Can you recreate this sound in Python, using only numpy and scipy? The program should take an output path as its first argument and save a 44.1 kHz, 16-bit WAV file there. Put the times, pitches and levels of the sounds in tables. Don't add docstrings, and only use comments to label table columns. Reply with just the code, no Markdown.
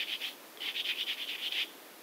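import sys
import numpy as np
from scipy import signal
from scipy.fft import rfft, irfft, next_fast_len
from scipy.io import wavfile
from scipy.ndimage import uniform_filter1d, map_coordinates

SR = 44100
rng = np.random.default_rng(int(sys.argv[2]) if len(sys.argv) > 2 else 0)


def gain_from_decibels(decibels):
    exponent = np.asarray(decibels, float) / 20
    return 10 ** exponent


def dump_mix(stems):
    frames = np.atleast_2d(stems).T
    limited = np.clip(frames, -1, 1)
    pcm = np.round(limited * 32767).astype(np.int16)
    wavfile.write(sys.argv[1], SR, pcm)


N = 89126


def unit(x):
    return x / np.sqrt(np.mean(x ** 2) + 1e-20)


def filtered(x, response):
    m = next_fast_len(N + 8192)
    spectrum = rfft(x, m) * response(np.fft.rfftfreq(m, 1 / SR))
    return irfft(spectrum, m)[:N]


def rings(peaks):
    def response(f):
        total = 0
        for k, (hz, width_hz, db) in enumerate(peaks):
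            damping = 1j * f * width_hz
            total = total + (-1) ** k * gain_from_decibels(db) * damping / (hz * hz - f * f + damping)
        return total
    return response


def band(lo_hz, hi_hz):
    return lambda f: 1 / (1 + (lo_hz / (f + 1)) ** 4) / (1 + (f / hi_hz) ** 4)


def colour(points):
    hz, db = np.transpose(points)
    return lambda f: gain_from_decibels(np.interp(np.log(f + 1), np.log(hz + 1), db, -120, -120))


def wobble(rate):
    knots = rng.standard_normal(int(N * rate / SR) + 4)
    return map_coordinates(knots, [np.arange(N) * rate / SR])


def controls():
    # (time [s], rubbing level [dB])
    strokes = [
        [(0.0, -34.5), (0.032, -33), (0.044, -45), (0.066, -52)],
        [(0.066, -56), (0.076, -42), (0.132, -33.5), (0.152, -37.5), (0.186, -62)],
        [(0.186, -59), (0.214, -41), (0.248, -36.5), (0.282, -38), (0.345, -63)],
        [(0.596, -65), (0.606, -44), (0.632, -38), (0.688, -33.5), (0.738, -53)],
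        [(0.738, -86), (0.744, -42.5), (0.766, -34.5), (0.792, -34.5), (0.806, -29), (0.836, -57)],
        [(0.836, -71), (0.846, -38), (0.908, -29), (0.94, -45.5), (0.948, -68)],
        [(0.948, -45.5), (1.014, -30), (1.04, -41), (1.054, -72)],
        [(1.054, -65), (1.072, -40.5), (1.092, -34.5), (1.134, -35), (1.168, -58)],
        [(1.168, -48), (1.174, -44.5), (1.226, -36), (1.252, -43.5), (1.262, -53)],
        [(1.262, -56), (1.294, -34.5), (1.35, -41.5), (1.356, -34.5), (1.376, -61)],
        [(1.376, -51), (1.39, -41.5), (1.416, -42.5), (1.43, -35.5), (1.48, -32.5), (1.502, -59)],
        [(1.502, -53), (1.526, -33), (1.534, -37), (1.61, -30), (1.632, -35.5), (1.658, -55), (1.675, -69)],
    ]
    # (deep ring at start [dB], deep ring at end [dB], bright ring [dB], sheen [dB], drag [dB])
    stroke_colours = [(4.5, -2.5, 3, -0.5, 1), (7, -0.5, 3, 1, 1.5), (5, -2.5, 3, 3.5, 8.5),
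                      (-2.5, 4.5, 1.5, 0.5, 10), (3.5, -11, 0, -1, -7), (-10, 14, 0.5, 1, 0),
                      (6, -12.5, 0, 0.5, -5), (-1.5, 3.5, 2, 1.5, 0), (6.5, -5, 1.5, 1, 0),
                      (-6.5, 11.5, 2, 1, -8), (7, -15, -0.5, 0.5, 0), (-2.5, 2, 2, 1, 1.5)]
    t, out = np.arange(N) / SR, np.zeros((5, N))
    out[0] = -90
    for rows, (first_db, last_db, *rest_db) in zip(strokes, stroke_colours):
        s, db = np.transpose(rows)
        on = t >= s[0]
        fade_db = np.maximum(t[on] - s[-1], 0) * 1500
        out[0, on] = np.interp(t[on], s, db) - fade_db
        out[1, on] = np.interp(t[on], s[[0, -1]], [first_db, last_db])
        out[2:, on] = np.array(rest_db)[:, None]
    return out


def grit():
    grains_per_s, grain_spread_db = 9000, 2.5
    chatter_db, chatter_per_s = 0.5, 280
    chance, luck, side = rng.random((3, N))
    caught = chance < grains_per_s / SR
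    size = gain_from_decibels(-grain_spread_db * np.log(luck + 1e-4)) * np.sign(side - .5)
    return unit(caught * size * gain_from_decibels(chatter_db * wobble(chatter_per_s)))


def patchy(x):
    patchy_db = 2
    z = signal.stft(x, nperseg=512)[2]
    field = uniform_filter1d(rng.standard_normal(z.shape), size=3, axis=0)
    field = uniform_filter1d(field, size=6, axis=1)
    return unit(signal.istft(z * gain_from_decibels(patchy_db * unit(field)), nperseg=512)[1][:N])


def grit_ring(peaks, skirt):
    response = rings(peaks)
    return patchy(filtered(grit(), lambda f: response(f) * skirt(f)))


def buffer():
    # (frequency [Hz], width [Hz], level [dB])
    nail_peaks = [(3032, 343, 9), (3490, 360, 6)]
    # (frequency [Hz], width [Hz], level [dB])
    deep_peaks = [(1806, 710, -3.5), (2584, 400, 15.5)]
    # (frequency [Hz], width [Hz], level [dB])
    bright_peaks = [(3483, 400, 5.5), (4047, 220, -10.5)]
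    # (frequency [Hz], width [Hz], level [dB])
    edge_peaks = [(4200, 1140, -1), (5020, 190, 2)]
    # (frequency [Hz], level [dB per Hz])
    sheen_colour = [(4500, -7), (5600, -0.5), (7800, -9.5), (10000, -5.5), (14000, -2.5), (16000, -3)]
    # (frequency [Hz], level [dB per Hz])
    drag_colour = [(400, -3), (650, -19), (770, 1.5), (900, -9), (1600, -10.5), (2200, 3.5)]
    sheen_base_db, sheen_grows = -24, 0.29
    edge_base_db, edge_grows = -20, 0.53
    level_db, deep_db, bright_db, sheen_db, drag_db = controls()

    deep, bright = gain_from_decibels(deep_db - 3.5), gain_from_decibels(bright_db - 7)
    body = grit_ring(nail_peaks, band(2300, 3000))
    body = body + deep * grit_ring(deep_peaks, band(1100, 3310))
    body = body + bright * grit_ring(bright_peaks, band(3600, 4300))
    body = gain_from_decibels(level_db) * body / np.sqrt(1 + deep ** 2 + bright ** 2)

    slide_db = uniform_filter1d(level_db, size=SR // 50)
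    sheen_gain = gain_from_decibels(sheen_grows * (slide_db + 38.5) - 34 + sheen_base_db + sheen_db)
    sheen = sheen_gain * unit(filtered(rng.standard_normal(N), colour(sheen_colour)))
    drag = gain_from_decibels(level_db - 24 + drag_db) * unit(filtered(grit(), colour(drag_colour)))

    edge_skirt = lambda f: band(3600, 7000)(f) / (1 + (f / 5300) ** 16)
    edge_gain = gain_from_decibels(edge_grows * (level_db + 34.5) - 35.5 + edge_base_db + bright_db)
    edge = edge_gain * grit_ring(edge_peaks, edge_skirt)
    return body + edge + sheen + drag


def taps():
    # (time [s], ring [dB], click [dB], thump [dB])
    contacts = [
        (.5735, -41, -37, -44),
        (.585, -46, -62, -58),
        (.605, -47, -46, -56),
        (.843, -34, -52, -60),
        (1.0705, -39, -52, -60),
        (1.172, -45, -52, -60),
        (1.2765, -36, -52, -60),
        (1.5225, -30, -50, -60),
        (1.9, -70, -55, -70),
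    ]
    # (frequency [Hz], level [dB], decay t60 [s])
    tap_ring = [(3150, 0, .03), (3440, -6, .02)]
    scatter = .01
    out, t = np.zeros(N + SR), np.arange(SR // 10) / SR

    def dying(hz, db, t60, rise_s):
        return gain_from_decibels(db - 60 * t / t60) * (1 - np.exp(-t / rise_s)) * np.sin(2 * np.pi * hz * t)

    for s, ring_db, click_db, thump_db in contacts:
        tap = dying(2600, click_db + 10, .0012, .00005)
        tap = tap + dying(432, thump_db, 0.052, 0.0027)
        for hz, db, t60 in tap_ring:
            tap = tap + dying(hz * (1 + scatter * rng.standard_normal()), ring_db + db, t60, .0005)
        out[round(s * SR):][:len(t)] += tap
    return out[:N]


def room(x):
    t60_s, level_db = .35, -11
    port_hz, port_width_hz = 3380, 700
    t = np.arange(SR // 2) / SR
    tail = rng.standard_normal(len(t)) * gain_from_decibels(-60 * t / t60_s)
    wet = signal.fftconvolve(x, tail / np.linalg.norm(tail))[:N]
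    return gain_from_decibels(level_db) * filtered(wet, rings([(port_hz, port_width_hz, 0)]))


def air():
    # (frequency [Hz], level [dB per Hz])
    air_colour = [(35, -40), (90, -32), (300, -1.5), (750, -7.5), (3500, -13.5), (7800, -21.5),
                  (14000, -16), (15800, -20.5)]
    level_db, sway_db, sway_per_s = -52.25, .35, 3.64
    gain = gain_from_decibels(level_db + sway_db * wobble(sway_per_s))
    return gain * unit(filtered(rng.standard_normal(N), colour(air_colour)))


def scene():
    low_cut_hz = 170
    near = filtered(buffer() + taps(), lambda f: 1 / (1 + (low_cut_hz / (f + 1)) ** 8))
    return (near + room(near) + air())[None]


def top_cut(x):
    return signal.sosfilt(signal.butter(12, 15990, fs=SR, output="sos"), x)


def record(dry):
    top_hz = 15740
    mix = filtered(dry[0], lambda f: f < top_hz)[None]
    return top_cut(mix)


dry = scene()
out = record(dry)
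dump_mix(out)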